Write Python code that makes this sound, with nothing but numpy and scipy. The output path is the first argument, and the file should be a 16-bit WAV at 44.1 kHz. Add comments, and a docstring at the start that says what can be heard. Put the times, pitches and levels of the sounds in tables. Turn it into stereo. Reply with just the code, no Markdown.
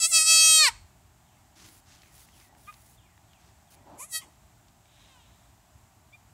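"""A newborn goat kid gives one long, shrill bleat on farmyard dirt, close below the microphone.
It scrambles up through dry straw, squeaks, bleats briefly in two syllables and squeaks again: harmonics
and breath noise shaped by moving throats. Grains of noise scuff and shuffle, and short bursts snap stalks.
Far off, a bird repeats a falling sine whistle and another goat calls hoarsely. Filtered noise makes the
low outdoor rumble, the faint hiss of the air and soft gusts on the microphone; the yard adds echoes."""
import sys
import numpy as np
from scipy import signal
from scipy.fft import rfft, irfft, next_fast_len
from scipy.io import wavfile
from scipy.ndimage import uniform_filter1d

SR = 44100
rng = np.random.default_rng(int(sys.argv[2]) if len(sys.argv) > 2 else 0)


def materialize(psi):
    """Save the field psi as 16-bit PCM at rate SR to the path in sys.argv[1].

    A 1-D psi becomes a single channel; in a 2-D psi each row is a channel.
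    """
    bounded = np.clip(np.atleast_2d(psi).T, -1, 1)
    quanta = np.round(bounded * 32767).astype(np.int16)
    wavfile.write(sys.argv[1], SR, quanta)


N = 279153
TIME = np.arange(N) / SR
EDGE_HZ = 15750  # upper band edge
STEP_S = .001  # spacing of the rows that steer a call


def amp(db):
    """Decibels to gain."""
    return 10 ** (np.asarray(db) / 20)


def unit(x):
    """Scales to rms 1."""
    return x / np.sqrt(np.mean(x ** 2) + 1e-20)


def read(points, hz):
    """Interpolates a spectrum table on a log-frequency axis."""
    f, value = np.transpose(points)
    return np.interp(np.log(hz + 1), np.log(f + 1), value)


def add(mix, s, sound):
    """Mixes a sound in at time s."""
    part = mix[max(0, round(s * SR)):][:len(sound)]
    part += sound[:len(part)]


def colour(x, spectrum):
    """Filters by a spectrum table, to rms 1."""
    size = next_fast_len(len(x) + 512)
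    gain = amp(read(spectrum, np.fft.rfftfreq(size, 1 / SR)))
    return unit(irfft(rfft(x, size) * gain, size)[:len(x)])


def wander(size, hz):
    """Smooth random motion up to about hz."""
    knots = rng.standard_normal(int(size * 2 * hz / SR) + 4)
    fine = signal.resample_poly(knots, 8, 1)
    return np.interp(np.arange(size) * 16 * hz / SR, np.arange(len(fine)), fine)


def ease(t, at, span):
    """A smooth step from 0 to 1 around a moment."""
    return .5 + .5 * np.tanh((t - at) / (2 * span))


def bump(t, at, width):
    """A smooth rise to 1 and back around a moment."""
    return np.exp(-((t - at) / width) ** 2)


def since(t, at):
    """Time passed since a moment, zero before it."""
    return np.maximum(t - at, 0)


def rub(start, end, spectrum, grain_db=3, swell=.8):
    """A stroke of many tiny noise grains that swells and fades."""
    size = max(int((end - start) * SR), 500)
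    grains = rng.standard_normal(size) * amp(grain_db * wander(size, 500))
    return colour(grains, spectrum) * np.sin(np.pi * np.arange(size) / size) ** abs(swell)


def call(rows, throats, jitter=.001, rasp=.025, flutter_db=1, shake_db=9, half_db=-38, hiss=.5, smear=.04):
    """Vocal folds drive a throat that moves from one shape to the next."""
    # air rushing through the folds: (frequency [Hz], gain [dB])
    aspiration = [(500, -14), (3600, -9), (5000, 1.5), (9000, 0), (15500, 2)]
    s, *columns = np.transpose(rows)
    t = np.arange(s[0], s[-1], 1 / SR)
    size = len(t)
    # the steering is smoothed over 300 samples
    steering = (uniform_filter1d(np.interp(t, s, c), size=300) for c in columns)
    pitch, level_db, mouth, rough = steering
    rough = np.clip(rough, 0, 1)
    mouth = np.clip(mouth, 0, len(throats) - 1)
    shares = [np.maximum(1 - abs(mouth - k), 0) for k in range(len(throats))]

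    # slack folds beat unevenly
    uneven = 1 + (jitter + rasp * rough) * wander(size, 220)
    phase = 2 * np.pi * np.cumsum(pitch * uneven) / SR
    k = np.arange(1, 37)[:, None]  # harmonic numbers
    gain_db = sum(share * read(throat, k * pitch) for share, throat in zip(shares, throats))

    # each harmonic drifts a little, and shakes fast when the voice turns rough
    shake = shake_db * np.minimum(rough, .3)
    drift_db = np.array([flutter_db * wander(size, 10) + shake * wander(size, 70) for _ in k])
    gain = amp(gain_db + drift_db) * (k * pitch < EDGE_HZ + pitch)

    # the throat rings after each closure (causal phase), and the closure is spread over part of the cycle
    circle = np.concatenate([gain_db[:1], gain_db, gain_db[-2::-1]]) * np.log(10) / 20
    lag = signal.hilbert(circle, axis=0).imag[1:len(k) + 1] + smear * k ** 2
    tone = (gain * np.cos(k * phase - lag)).sum(0) / np.sqrt((gain ** 2).sum(0) / 2)
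    # alternate cycles differ slightly: weak lines between the harmonics
    tone *= 1 + amp(half_db) * (1 + wander(size, 20)) * np.cos(phase / 2)

    puffs = colour(rng.standard_normal(size), aspiration) * (1 + .7 * np.cos(phase))
    turbulence = sum(share * colour(puffs, throat) for share, throat in zip(shares, throats))
    voice = np.sqrt(1 - rough ** 2) * tone + hiss * rough * turbulence
    return s[0], amp(level_db) * voice * signal.windows.tukey(size, 200 / size)


def kid():
    """The kid's four calls, each a voice through its own throats, and a hiss in the long bleat."""
    # throat shapes of the long bleat, in order of mouth position: (frequency [Hz], gain [dB])
    nasal = [(600, -35), (1400, -31.5), (2100, -13.5), (2900, -27.5), (4300, -13), (5700, -12.5),
             (7000, -10), (8400, 2.5), (9200, -7.5), (9900, -1.5), (10700, -8), (13500, -16), (15500, -15)]
    pinched = [(640, -27), (1280, -18), (1910, -19.5), (2550, -7.5), (3190, -17.5), (3820, -12),
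               (4460, -10.5), (5100, -6), (5740, -12), (7000, -8), (7650, 2), (8300, -1.5), (9550, -12.5),
               (10200, -8.5), (10900, -19.5), (15500, -30.5)]
    open_mouth = [(640, -28.5), (1300, -18.5), (1940, -25.5), (2560, -7), (3300, -8.5), (3880, -11),
                  (4500, -5), (5200, -7), (7750, -7.5), (8420, 1.5), (9050, -15.5), (9700, -11),
                  (12800, -25.5), (15500, -28.5)]
    wide = [(600, -26), (1230, -11), (1870, -10), (2450, -3), (3150, -15), (4350, 3.5), (5000, -11.5),
            (6200, -13.5), (7400, -4), (8200, -6.5), (9300, -23.5), (10000, -16), (13000, -25.5),
            (15500, -55)]
    slack = [(400, -31.5), (950, -3), (1550, -5), (2200, 0), (3300, -2), (4400, -0.5), (6000, -10.5),
             (8200, -5.5), (9000, -12), (10000, -10.5), (15500, -36)]
    closing = [(420, -19), (900, 13.5), (1350, 4), (2200, -9.5), (4000, -32.5), (8000, -17.5),
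               (15500, -35.5)]
    # further throat shapes of the short bleat: (frequency [Hz], gain [dB])
    squeezed = [(550, -15), (1050, 6), (1550, -32), (2150, -3), (3000, -15.5), (4000, -23.5), (5600, -16),
                (6900, -2.5), (7900, -2.5), (9200, -11), (10900, 0.5), (12700, -19), (15500, -25)]
    half_open = [(640, -29), (1290, -15), (1930, -6.5), (2580, -15.5), (3220, -6), (3870, -11.5),
                 (4510, -3.5), (5160, -14.5), (5800, -8), (6440, -14.5), (7100, -10), (8400, -14),
                 (9050, -19), (9700, -9), (11600, -8.5), (13000, -24)]
    breathy = [(500, -31), (1100, 8), (1550, -31), (2100, 4), (2700, -6), (3300, 2), (3900, -30),
               (5800, -20), (8300, -16.5), (9200, -28), (15500, -36)]
    # throat shapes of the two squeaks: (frequency [Hz], gain [dB])
    first_squeak_throat = [(410, -35), (820, -19.5), (1230, 2.5), (1640, -13), (2050, -10.5), (2460, -2.5),
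                           (2870, -20), (3700, -20), (4200, -42), (9000, -50)]
    last_squeak_throat = [(1200, -19.5), (2400, -0.5), (3600, -15), (4800, -23), (8000, -45)]
    # squeaks: (start [s], length [s], top pitch before its bends [Hz], mid level [dB])
    squeaks = [(2.667, .048, 412.3, -43.5), (6.122, 0.0416, 1207, -50.5)]
    out = np.zeros(N)
    long_throats = [nasal, pinched, open_mouth, wide, slack, closing]
    add(out, *call(long_bleat(), long_throats, jitter=0.00037, rasp=.022, flutter_db=1.7154,
                   shake_db=22.5, half_db=-34, hiss=1.1, smear=0.055))
    add(out, *high_hiss())
    short_throats = [squeezed, nasal, half_open, breathy]
    add(out, *call(short_bleat(), short_throats, jitter=0.001, rasp=0.027, flutter_db=1.5,
                   shake_db=9, hiss=0.65, smear=0.053))
    for row, throat in zip(squeaks, [first_squeak_throat, last_squeak_throat]):
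        add(out, *call(squeak(*row), [throat], rasp=0.059, hiss=1.0))
    return out


def long_bleat():
    """A held note sags as breath runs out; the jaw drops, the folds slacken and the voice cuts off."""
    length_s, note_hz, note_db = .714, 650.1, -16
    sag_hz, sag_power = 25.5, 3.3
    # slack folds: pitch and level drop, and the voice turns rough (0-1)
    slack_after_s, slack_s, slack_drop_hz, slack_db, slack_rough = .6725, .0182, 227.7, -8, 0.5
    jaw_after_s, jaw_drop_s, jaw_slack_shapes = .593, .008, 1.8
    cut_after_s, cut_db_per_s = 0.6852, 1201
    t = np.arange(0, length_s, STEP_S)
    slack = ease(t, slack_after_s, slack_s)
    pitch = note_hz - sag_hz * (t / length_s) ** sag_power - slack_drop_hz * slack
    level_db = note_db + slack_db * slack - cut_db_per_s * since(t, cut_after_s)
    mouth = 2 + ease(t, jaw_after_s, jaw_drop_s) + jaw_slack_shapes * slack
    return with_catches(t, pitch, level_db, mouth, slack_rough * slack ** 2)


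def with_catches(t, pitch, level_db, mouth, rough, pitch_power=2.2):
    """The mouth narrows and chokes a bleat; rows of (s, Hz, dB, position along its throats, roughness)."""
    # catches: (time [s], half-width [s], level change [dB], pitch shift [Hz], narrowing [throat shapes])
    catches = [(-.015, .038, -14.5, 22, 0.83), (.089, 0.034, -17, 61.5, 2.2), (.2, .027, -3.5, -17, 0.76),
               (.246, 0.027, -7, -10.5, 0.9043), (4.077, 0.038, -26, 57, 2.1),
               (4.18, 0.0097, 4, -11.5, 0.5)]
    skew = 0.23  # a catch sets in faster and lets go slower by this share of its half-width
    clean_rough, choked_rough = 0.024, 0.14  # roughness of a held note, and what a full choke adds
    for s, width, dip_db, shift_hz, narrowing in catches:
        choke = bump(t, s, width * (1 + skew * np.sign(t - s)))
        pitch = pitch + shift_hz * choke ** pitch_power
        level_db = level_db + dip_db * choke
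        mouth = mouth - narrowing * choke
        rough = rough + choked_rough * (1 - amp(dip_db * choke)) ** 2
    return np.column_stack([t, pitch, level_db, mouth, clean_rough + rough])


def high_hiss():
    """A brief high hiss breaks out as the long bleat pushes past its deepest catch."""
    # spectrum of the hiss: (frequency [Hz], gain [dB])
    hiss_spectrum = [(8500, -40), (9500, -9), (10000, 0), (10600, -8.5), (12000, -40)]
    start_s, end_s, level_db = 0.13, .188, -32
    return start_s, amp(level_db) * rub(start_s, end_s, hiss_spectrum)


def yard(x, near_db=-24, near_fade=0.034, tail_db=-30):
    """Quick reflections from the ground and things nearby, then a thin, diffuse tail from the yard."""
    # decay of the tail: (frequency [Hz], time to fall 60 dB [s])
    yard_decay = [(500, .35), (2000, .42), (5000, .4), (8000, .38), (12000, .25), (16000, .2)]
    # spectrum of the tail: (frequency [Hz], gain [dB])
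    echo_colour = [(500, -1), (1200, 1.5), (2300, -2.5), (3300, -2), (4500, -4), (6000, 2), (8300, 0),
                   (9500, -2), (15500, -2.5)]
    size = SR * 3 // 4
    t = np.arange(size) / SR
    # sparse reflections of either sign, about 2500 a second
    taps = rng.choice([-1., 1.], size) * (rng.random(size) < 2500 / SR)
    near = taps * (t > .003) * np.exp(-t / near_fade)
    hz, frames, z = signal.stft(taps * (t > .02), SR, nperseg=256)
    decay = amp(-60 * frames / read(yard_decay, hz)[:, None])
    tail = signal.istft(z * decay, SR, nperseg=256)[1][:size]
    tail = colour(tail, echo_colour)
    # the long paths keep shifting, which blurs steady tones in the tail
    blurred = x * np.sqrt(2) * np.cos(3 * wander(N, 25))
    early = signal.oaconvolve(x, near / np.linalg.norm(near))[:N]
    late = signal.oaconvolve(blurred, tail / np.linalg.norm(tail))[:N]
    return x + amp(near_db) * early + amp(tail_db) * late


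def outdoors():
    """Lumpy low rumble under a faint, even hiss; a few soft gusts brush the microphone."""
    # spectrum of the low rumble: (frequency [Hz], gain [dB])
    rumble = [(20, -50), (31, -25.5), (42, -9.5), (52, -1.5), (70, -1.5), (120, -2.5), (142, -9.5),
              (168, -7), (190, -11.5), (310, -16), (420, -21.5), (520, -32), (800, -71)]
    # spectrum of the faint hiss: (frequency [Hz], gain [dB])
    air = [(290, -57.5), (500, -31.5), (545, -12.5), (603, -3.5), (759, -0.5), (1260, -8.5), (2370, -13.5),
           (2580, -13.5), (4590, -17), (6120, -15.5), (7270, -11.5), (8400, -13.5), (9160, -22),
           (10400, -19), (15600, -21.5)]
    # spectrum of a gust: (frequency [Hz], gain [dB])
    gust_spectrum = [(15, -25.5), (35, -6.5), (55, 1.5), (85, 0), (130, -14.5), (300, -32.5), (700, -71)]
    # breeze on the microphone: (start [s], end [s], peak level [dB])
    breeze = [(0.275, 0.39, -59), (0.45, 0.543, -56.5), (0.669, 0.883, -53.5)]
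    rumble_db, air_db = -61.5, -64
    out = colour(rng.standard_normal(N), rumble) * amp(rumble_db + 1 * wander(N, 4.6))
    for start, end, db in breeze:
        gust = np.interp(TIME, [start, (start + end) / 2, end], [0, 1, 0]) ** .5
        out += amp(db) * gust * colour(rng.standard_normal(N), gust_spectrum)
    return out + colour(rng.standard_normal(N), air) * amp(air_db + .5 * wander(N, 3.2))


def bird(top_hz=4050, bottom_hz=1450, fall=.095, fade=0.395):
    """Each far whistle is a sine that slides down and weakens, blurred by distance."""
    # falling whistles: (start [s], level before flutter and fade [dB])
    whistles = [(1.25, -73), (1.96, -67), (2.3, -67.5), (2.63, -69.5), (2.96, -69), (3.28, -71),
                (3.66, -72)]
    out, t = np.zeros(N), np.arange(0, .19, 1 / SR)
    for s, db in whistles:
        slide_hz = bottom_hz + (top_hz - bottom_hz) * np.exp(-t / fall)
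        hz = slide_hz * (1 + .025 * wander(len(t), 200))
        flutter = amp(db + 3 * wander(len(t), 35))
        level = flutter * np.exp(-t / fade) * signal.windows.tukey(len(t), .2)
        add(out, s, level * np.sin(2 * np.pi * np.cumsum(hz) / SR))
    return out


def ground():
    """Noise strokes scuff over dirt and straw and shuffle in soil; decaying bursts are snapping stalks."""
    # scuffs of hooves and fur: (start [s], end [s], level before swell [dB], share of straw to dirt [0-1])
    scuffs = [(1.554, 1.706, -54, 0.06), (1.661, 1.806, -57, 0.83), (1.858, 2.005, -58.5, 0.01),
              (1.979, 2.14, -64, 0.35), (2.121, 2.26, -55.5, 0.84), (2.199, 2.452, -64, 0.33),
              (2.339, 2.492, -60.5, 0.64), (2.569, 2.775, -61, 0.88), (2.769, 2.967, -60.5, 1),
              (3.388, 3.53, -66.5, 0), (3.701, 3.754, -56.5, 0.75)]
    # spectra of scuffed dirt and straw: (frequency [Hz], gain [dB])
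    dirt_spectrum = [(150, -5.5), (330, 4), (500, -16.5), (800, -6), (1700, -4), (2800, -4.5), (4000, -4.5),
                     (6500, -3.5), (8500, -10.5), (15500, -24.5)]
    straw_spectrum = [(500, -6.5), (3000, -9), (6000, -4.5), (9000, -3), (10500, 0.5), (13000, -6.5),
                      (15500, -3.5)]
    # dull shuffles of steps in loose soil: (start [s], end [s], level before swell [dB])
    shuffles = [(2.474, 2.625, -62), (3.401, 3.526, -69), (3.719, 3.919, -62.5), (3.853, 4.009, -51.5),
                (4.211, 4.3, -59.5)]
    # spectrum of the loose soil: (frequency [Hz], gain [dB])
    soil_spectrum = [(71, -34.5), (120, -18), (187, -17), (290, -7), (507, -21.5), (568, -12.5),
                     (842, -8.5), (1270, -23), (1700, -27), (2070, -34), (6000, -38.5), (7800, -61),
                     (13200, -120)]
    # snapping stalks: (time [s], level 6.5 dB under the peak [dB], pitch [Hz])
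    snaps = [(2.019, -49, 3550), (2.033, -50.5, 2380), (2.0587, -56, 2040), (2.2867, -55.5, 2020),
             (2.3993, -51, 4510), (2.4126, -54, 2120), (2.5498, -54.5, 1990), (2.7253, -53, 2800),
             (2.7402, -49.5, 3780), (3.1772, -56.5, 1900), (3.3332, -53, 3080), (4.6833, -59, 4280),
             (4.8563, -57.5, 3020)]
    out = np.zeros(N)
    for start, end, db, straw in scuffs:
        straw = np.clip(straw, 0, 1)
        on_straw = np.sqrt(straw) * rub(start, end, straw_spectrum, swell=0.25)
        on_dirt = np.sqrt(1 - straw) * rub(start, end, dirt_spectrum, swell=0.39)
        add(out, start, amp(db) * (on_straw + on_dirt))
    for start, end, db in shuffles:
        add(out, start, amp(db) * rub(start, end, soil_spectrum, grain_db=0.0, swell=0.5))
    t = np.arange(1500) / SR
    for s, db, hz in snaps:
        burst = rng.standard_normal(len(t)) * np.exp(-t / 0.0029)
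        snap = colour(burst, [(hz / 3, -14), (hz, 0), (hz * 3, -22)])
        add(out, s, amp(db + 6.5) * snap / abs(snap).max())
    return out


def squeak(start, length, top_hz, db, rough_top=0.082, rough_ends=0.275):
    """Pitch and level rise and fall together; the voice is cleanest at the top."""
    scoop, droop, bend_s = 0.15, .05, 0.0067  # shares of the pitch missing at start and end
    ends_db = -21.5  # level at the ends against the middle
    t = np.arange(0, length, STEP_S)
    bend = scoop * np.exp(-t / bend_s) + droop * np.exp((t - length) / bend_s)
    off_top = (2 * t / length - 1) ** 2
    rough = rough_top + (rough_ends - rough_top) * off_top
    return np.column_stack([start + t, top_hz * (1 - bend), db + ends_db * off_top, np.zeros(len(t)), rough])


def short_bleat(onset_db=-25):
    """A squeezed, breathy scoop clears and opens, swells to a brief note and ends in a puff of air."""
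    start_s, length_s, note_hz, peak_db = 3.972, .3, 643.2, -27.5
    scoop_hz, scoop_after_s, scoop_s, scoop_rough = 211, .044, 0.014, 0.83
    clear_after_s, open_after_s, change_s = 0.065, 0.077, .006
    attack_s, peak_after_s, swell_db_per_s, release_db_per_s = 0.025, 0.19, 73, 525.5
    puff_after_s, puff_s, puff_db = 0.255, 0.022, -49
    t = np.arange(0, length_s, STEP_S)
    pitch = note_hz - scoop_hz * (1 - ease(t, scoop_after_s, scoop_s))
    attack_db = onset_db * since(attack_s, t) / attack_s
    swell_db = -swell_db_per_s * since(peak_after_s, t)
    release_db = -release_db_per_s * since(t, peak_after_s)
    voice = amp(peak_db + attack_db + swell_db + release_db)
    puff = amp(puff_db) * bump(t, puff_after_s, puff_s)
    level = np.hypot(voice, puff)
    air = puff / level
    mouth = 2 * ease(t, open_after_s, change_s) + air ** 2
    rough = scoop_rough * (1 - ease(t, clear_after_s, change_s)) + air
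    return with_catches(start_s + t, pitch, 20 * np.log10(level), mouth, rough)


def far_bleat(onset_db=-13, voiced_s=0.066, opening=0.77, clearing=0.6):
    """A call swells, slides down one step and fades; the mouth opens and the voice clears at the slide."""
    start_s, length_s, note_hz, note_db = 4.85, .69, 560, -61.5
    drop_hz, slide_after_s, slide_s = 130, .32, .04
    attack_s, fade_after_s, fade_db_per_s = .14, 0.31, 44
    t = np.arange(0, length_s, STEP_S)
    voiced = bump(t, slide_after_s, voiced_s)
    pitch = note_hz - drop_hz * ease(t, slide_after_s, slide_s)
    attack_db = onset_db * since(attack_s, t) / attack_s
    level_db = note_db + attack_db - fade_db_per_s * since(t, fade_after_s)
    return np.column_stack([start_s + t, pitch, level_db, opening * voiced, 1 - clearing * voiced])


def far_goat():
    """A hoarse bleat from across the yard: mostly turbulent breath, barely voiced as it falls."""
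    # hoarse throat shapes, at rest and opened: (frequency [Hz], gain [dB])
    hoarse = [(500, -3), (1300, -5.5), (2400, -2), (3200, -0.5), (3850, 1.5), (4450, -19.5), (6500, -18),
              (8500, -21), (10000, -27), (15500, -44.5)]
    hoarse_open = [(500, -19), (1030, 8), (1500, -2), (2100, -13), (2900, 2), (3800, -4.5), (4500, -13),
                   (8000, -12), (15500, -39)]
    out = np.zeros(N)
    add(out, *call(far_bleat(), [hoarse, hoarse_open], rasp=0.023, hiss=1))
    return out


def scene():
    """The yard answers more strongly once the kid has turned away; both channels are alike."""
    voice, turned = kid(), TIME > 2
    facing = yard(voice * ~turned, near_db=-16.0, near_fade=.012, tail_db=-30)
    away = yard(voice * turned, near_db=-16, near_fade=0.0115, tail_db=-24.5)
    far = far_goat() + yard(bird(), near_db=-15.5, near_fade=0.019, tail_db=-3.5)
    return np.tile(facing + away + far + ground() + outdoors(), (2, 1))


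def record(dry):
    """The recorder's band limit, a low-pass filter."""
    low_pass = signal.firwin(511, EDGE_HZ, window=("kaiser", 9), fs=SR)
    return signal.oaconvolve(dry, low_pass[None], "same")


dry = scene()
out = record(dry)
materialize(out)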